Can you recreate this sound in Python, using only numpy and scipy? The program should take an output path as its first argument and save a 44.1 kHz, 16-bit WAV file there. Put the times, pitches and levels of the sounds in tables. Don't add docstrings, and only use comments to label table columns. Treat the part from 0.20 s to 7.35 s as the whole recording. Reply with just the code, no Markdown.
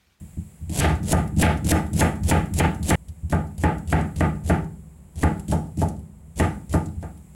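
import sys
import numpy as np
from scipy import signal
from scipy.fft import rfft, irfft, next_fast_len
from scipy.io import wavfile
from scipy.ndimage import uniform_filter1d, minimum_filter1d, map_coordinates

SR = 44100
rng = np.random.default_rng(int(sys.argv[2]) if len(sys.argv) > 2 else 0)


def dump(signal):
    limited = np.clip(np.atleast_2d(signal).T, -1, 1)
    pcm = np.round(limited * 32767).astype(np.int16)
    wavfile.write(sys.argv[1], SR, pcm)


N = 315296

# freq_hz, density_db
RUMBLE_SPECTRUM = [(18, -39), (30, -16.5), (69, 12), (119, -4.5), (157, 7), (285, -15.5), (802, -23),
                   (886, -23), (2090, -40.5), (3500, -52), (4550, -67), (7700, -120)]
# freq_hz, density_db
HISS_SPECTRUM = [(1000, -14), (2200, -5), (3000, -10), (4500, -15), (6000, -14.5), (7600, 2), (9000, -5),
                 (11000, -3), (13000, -16), (16000, -7)]
# time_s, level_db
HISS_ENVELOPE = [(0.0, -56), (0.63, -59.5), (2.61, -56.5), (2.81, -62.5), (3.92, -58.5), (4.84, -64),
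                 (5.2, -58.5), (6.03, -65.5), (6.33, -59.5), (7.15, -61)]
# start_s, level_db, boom_hz
NUDGES = [(0.009, -28.5, 155), (0.167, -17, 153), (0.411, -23, 93), (0.469, -24.5, 88), (2.876, -24, 89),
          (3.031, -17, 82), (6.659, -20.5, 166), (6.763, -21, 81)]
# freq_hz, level_db, t60_s
BOARD_MODES = [(60.45, -20, 1), (77, 2, 0.17), (90.06, -6, 0.53), (116.2, -13, 0.73), (154.07, -7.5, 0.79),
               (168.9, -12.5, 1), (184, -7, 0.24), (204.9, -10, 0.97), (262.4, -10.5, 0.13),
               (314.5, -7, 0.37), (391.7, -19.5, 0.59), (438, -25, 0.21), (476.4, -18, 0.23),
               (526, -45, 0.29), (618.4, -8.5, 0.13), (692.6, -8.5, 0.21), (792, -25, 0.26),
               (842, -9, 0.24), (869, -5, 0.044), (889, -11, 0.25), (1199, -12, 0.16), (1214, -14, 0.32),
               (1470, -36, 0.2), (1642, -21, 0.11), (1594, -10, 0.15), (1854, -14.5, 0.12),
               (1973, -15.5, 0.32), (2580, -25.5, 0.28)]
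# land_s, knock_db, hardness_oct, cut_s, crunch_db, entry_db, push_db, push_hz
STROKES = [(0.606, -14, 1.12, .112, -18, -26, -20, 201.7), (0.9293, -13, -0.22, 0.1, -18.5, -36, -17, 170),
           (1.2265, -13, 0.84, .063, -16.5, -35, -7.5, 161),
           (1.518, -14, 0.11, 0.074, -15, -18.5, -11.5, 175),
           (1.8097, -13, 0.16, 0.078, -16.5, -23.5, -12.5, 173),
           (2.1119, -13.5, 0.44, 0.078, -17, -28, -11.5, 84),
           (2.399, -14.5, 0.59, 0.062, -17.5, -20.5, -15.5, 77),
           (2.7058, -15.5, 0.51, 0.078, -17.5, -23.5, -18, 80),
           (3.1242, -17, -0.29, 0.027, -34, -27, -23, 170),
           (3.4361, -13.5, 0.082, 0.057, -34, -29, -20, 70),
           (3.726, -11.5, 0.18, 0.052, -31.5, -30, -17.5, 74),
           (4.0067, -14, -0.044, .047, -32.5, -28, -17.5, 95),
           (4.2965, -14.5, 0.0043, .059, -32.5, -39, -17, 78),
           (5.0313, -14.5, -0.15, 0.074, -31.5, -37, -21, 97),
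           (5.3209, -18.5, -0.82, .04, -30.5, -29, -14, 176),
           (5.6169, -18.5, -0.97, 0.046, -32.5, -31, -13.5, 178),
           (6.1985, -14, 0.2, 0.04, -28, -36, -25, 81), (6.5378, -18, -0.5, 0.044, -31.5, -31, -20.5, 81),
           (6.8276, -33, -0.41, 0.019, -50, -58, -43, 85)]
CARROT = dict(swell_db=28.5, curve=1.18, snap_db=-4, snap_depth=0.78, slide_s=0.0037, slide_db=-9.5, give_db=-1.5, give_hz=220, weight_db=-2, weight_hz=145, heel_db=-13.5, lift_db=-35, rebound_db=-19, wet_db=-9, t60=0.32)
MUSHROOM = dict(swell_db=19.5, curve=0.89, snap_db=-2, snap_depth=0.83, slide_s=0.015, slide_db=-0.5, give_db=-7, give_hz=133, weight_db=0, weight_hz=146, heel_db=-19.5, lift_db=-45, rebound_db=-42.5, wet_db=-7.5, t60=0.43)
# freq_hz, density_db
CELL_SPECTRUM = [(150, 17.5), (350, 11), (750, 6), (1200, -9.5), (2000, -5), (3100, -1.5), (4000, -4),
                 (6000, -2), (7600, 4.5), (9000, 0), (11200, 2.5), (12800, -16.5), (16000, -15)]
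# start_s, level_db
SLICE_TICKS = [(2.8833, -35.5), (3.5823, -31.5), (3.8097, -35), (5.1943, -29), (5.6845, -27), (5.791, -43),
               (6.6576, -33.5)]
# freq_hz, density_db
WASH_SPECTRUM = [(35, -30.5), (75, -1.5), (128, -18.5), (162, -8), (250, -8), (600, -12.5), (900, -10),
                 (970, -31.5), (1120, -22), (1200, -18.5), (2000, -17.5), (3100, -18), (3900, -23.5),
                 (12000, -24.5)]
# freq_hz, t60_s
WASH_DECAY = [(100, 0.78), (400, 0.26), (900, 0.37), (1600, 0.33), (2800, 0.27), (8000, 0.36)]
CARROT_END_S = 2.755


def amp(db):
    return 10 ** (np.asarray(db) / 20)


def unit_rms(x):
    return x / np.sqrt(np.mean(x ** 2) + 1e-20)


def log_interp(points, hz):
    freq_hz, values = np.transpose(points)
    return np.interp(np.log(hz + 1), np.log(freq_hz), values)


def shaped(x, spectrum):
    size = 2 * next_fast_len(len(x) // 2 + 2048)
    gain = amp(log_interp(spectrum, np.fft.rfftfreq(size, 1 / SR)))
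    cepstrum = irfft(np.log(gain + 1e-6), size)
    cepstrum[1:size // 2] *= 2
    cepstrum[size // 2 + 1:] = 0
    return unit_rms(irfft(rfft(x, size) * np.exp(rfft(cepstrum)), size)[:len(x)])


def add(track, at_s, sound, lag_s=0):
    start = max(round((at_s + lag_s) * SR), 0)
    end = round(CARROT_END_S * SR) if at_s < CARROT_END_S else N
    sound = sound[:max(end - start, 0)]
    track[start:start + len(sound)] += sound


def food_at(time_s):
    return CARROT if time_s < CARROT_END_S else MUSHROOM


def background(rumble_db=-45.5, hiss_trim_db=0.5):
    hiss_db = hiss_trim_db + np.interp(np.arange(N) / SR, *np.transpose(HISS_ENVELOPE))
    rumble = amp(rumble_db) * shaped(rng.standard_normal(N), RUMBLE_SPECTRUM)
    hiss = amp(hiss_db) * shaped(rng.standard_normal(N), HISS_SPECTRUM)
    return rumble + hiss


def mode_rings(build_cycles=0.62):
    t = np.arange(SR) / SR
    rings = []
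    for k, (hz, db, t60_s) in enumerate(BOARD_MODES):
        envelope = amp(db - 60 * t / t60_s) * (1 - np.exp(-t * hz / build_cycles))
        rings.append((-1) ** k * envelope * np.sin(2 * np.pi * hz * t))
    return np.array(rings)


def thump(rings, db, boom_hz, damping_s=0.077, press_s=0.0023, reach=1.127, scatter_db=1.5):
    t = np.arange(SR) / SR
    ratio = np.array(BOARD_MODES)[:, 0] / (reach * boom_hz)
    strength = amp(scatter_db * rng.standard_normal(len(rings))) * ratio / (1 + ratio ** 4)
    boom = strength @ rings * (1 - np.exp(-t / press_s)) * np.exp(-t / damping_s)
    return amp(db - 2) * boom / np.abs(boom).max()


def thumps(rings, give_lead_s=0.02117, rebound_lag_s=0.19, rebound_hz=160):
    track = np.zeros(N)
    for land_s, knock_db, _, cut_s, _, _, push_db, push_hz in STROKES:
        food = food_at(land_s)
        add(track, land_s, thump(rings, push_db, push_hz), -cut_s)
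        add(track, land_s, thump(rings, knock_db + food["give_db"], food["give_hz"]), -give_lead_s)
        add(track, land_s, thump(rings, knock_db + food["weight_db"], food["weight_hz"], damping_s=0.028))
        add(track, land_s, thump(rings, food["rebound_db"], rebound_hz), rebound_lag_s)
    for start_s, db, boom_hz in NUDGES:
        add(track, start_s, thump(rings, db, boom_hz))
    return track


def tick(db, decay_s=0.0065, rise_s=0.00078, highpass_hz=2000, room_db=-20, room_t60_s=0.38):
    t = np.arange(SR // 5) / SR
    highpass = signal.butter(1, highpass_hz, "high", fs=SR, output="sos")
    tail = amp(room_db - 60 * t / room_t60_s)
    envelope = (1 - np.exp(-t / rise_s)) * (np.exp(-t / decay_s) + tail)
    spectrum = [(hz, density_db + 3 * rng.standard_normal()) for hz, density_db in CELL_SPECTRUM]
    noise = shaped(rng.standard_normal(len(t)), spectrum)
    return amp(db - 6.5) * envelope * signal.sosfilt(highpass, noise)


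def ticks(lift_lag_s=0.146):
    track = np.zeros(N)
    for land_s, _, _, cut_s, crunch_db, entry_db, *_ in STROKES:
        food = food_at(land_s)
        add(track, land_s, tick(entry_db), -cut_s)
        add(track, land_s, tick(crunch_db + food["snap_db"]), -cut_s * (1 - food["snap_depth"]))
        add(track, land_s, tick(food["lift_db"]), lift_lag_s)
    for start_s, db in SLICE_TICKS:
        add(track, start_s, tick(db))
    return track


def cell_bursts(length_s, rate_hz=3000, scatter_db=4, fizz=0.14):
    count = max(int(length_s * SR), 64)
    bursts = rng.random(count) < rate_hz / SR
    strength = amp(scatter_db * rng.standard_normal(count))
    return bursts * strength * rng.choice([-1, 1], count) + fizz * rng.standard_normal(count)


def crunches(clump_rate_hz=250, clump_db=3, crisp_hz=12000, crisp_db_per_db=0.1, tail_s=0.041):
    track = np.zeros(N)
    softest_db = min(stroke[4] for stroke in STROKES[:-1])
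    for land_s, _, _, cut_s, crunch_db, *_ in STROKES:
        food = food_at(land_s)
        crisp_db = crisp_db_per_db * (crunch_db - softest_db)
        spectrum = [(hz, db + crisp_db * (hz > crisp_hz)) for hz, db in CELL_SPECTRUM]
        grains = shaped(cell_bursts(cut_s + tail_s), spectrum)
        t = np.arange(len(grains)) / SR
        depth = np.minimum(t / cut_s, 1)
        clumps = map_coordinates(rng.standard_normal(SR // 100), [t * clump_rate_hz], mode="wrap")
        swell = amp(crunch_db - food["swell_db"] * (1 - depth ** food["curve"]) + clump_db * clumps)
        slide = amp(food["slide_db"]) * np.exp(-np.abs(t - cut_s) / food["slide_s"])
        crunch = grains * swell * np.where(t < cut_s, 1, slide)
        add(track, land_s, kitchen(crunch, food["wet_db"], food["t60"]), -cut_s)
    return track


def kitchen(x, wet_db, t60_s, rise_s=0.00058):
    t = np.arange(SR // 2) / SR
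    tail = rng.standard_normal(len(t)) * amp(-60 * t / t60_s) * (1 - np.exp(-t / rise_s))
    response = amp(wet_db) * tail / np.linalg.norm(tail)
    response[0] = 1
    return signal.fftconvolve(x, response)


def clack(decay_s=0.011, band_hz=(550, 2900)):
    t = np.arange(SR // 50) / SR
    bandpass = signal.butter(5, band_hz, "band", fs=SR, output="sos")
    burst = rng.standard_normal(len(t)) * np.exp(-t / decay_s)
    return unit_rms(signal.sosfilt(bandpass, burst))


def overtone_wash(noise):
    hz, t, bins = signal.stft(noise, SR, nperseg=256)
    decay = amp(-60 * t / log_interp(WASH_DECAY, hz)[:, None])
    _, faded = signal.istft(bins * decay, SR, nperseg=256)
    return shaped(faded[:len(noise)], WASH_SPECTRUM)


def struck_board(rings, noise, scatter_db=2.5, wash_db=-9.5):
    ring = amp(scatter_db * rng.standard_normal(len(rings))) @ rings
    ring[:len(noise)] += amp(wash_db) * overtone_wash(noise)
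    return ring


def contact(blow, hardness_oct, base_hz=1700):
    cutoff_hz = min(base_hz * 2 ** hardness_oct, SR / 4)
    return signal.sosfilt(signal.butter(3, cutoff_hz, fs=SR, output="sos"), blow)


def knocks(rings, spot_share=0.42, clack_db=-12, heel_lag_s=0.037, heel_db_per_oct=11):
    track = np.zeros(N)
    spot = rng.standard_normal(SR // 2)
    for land_s, knock_db, hardness_oct, *_ in STROKES:
        noise = np.sqrt(spot_share) * spot + np.sqrt(1 - spot_share) * rng.standard_normal(len(spot))
        tip = struck_board(rings, noise)
        onset = amp(clack_db) * clack()
        tip[:len(onset)] += onset
        add(track, land_s, amp(knock_db - 1.5) * contact(tip, hardness_oct))
        heel = struck_board(rings, rng.standard_normal(len(spot)))
        heel_db = knock_db + food_at(land_s)["heel_db"] + heel_db_per_oct * hardness_oct
        add(track, land_s, amp(heel_db) * contact(heel, hardness_oct=0.4), heel_lag_s)
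    return track


def scene():
    rings = mode_rings()
    return (knocks(rings) + thumps(rings) + crunches() + ticks() + background())[None]


def limiter(x, ceiling_db, release_db_per_s):
    window = SR // 700
    over_db = np.maximum(20 * np.log10(np.abs(x) + 1e-9) - ceiling_db, 0)
    climb_db = release_db_per_s * np.arange(N) / SR
    duck_db = np.maximum.accumulate(over_db + climb_db, axis=-1) - climb_db
    return x * amp(uniform_filter1d(minimum_filter1d(-duck_db, window), window))


def record(dry):
    limited = limiter(dry, ceiling_db=-9, release_db_per_s=183)
    passband = np.fft.rfftfreq(N, 1 / SR) < 16000
    return irfft(rfft(limited) * passband, N)


dry = scene()
out = record(dry)
dump(out)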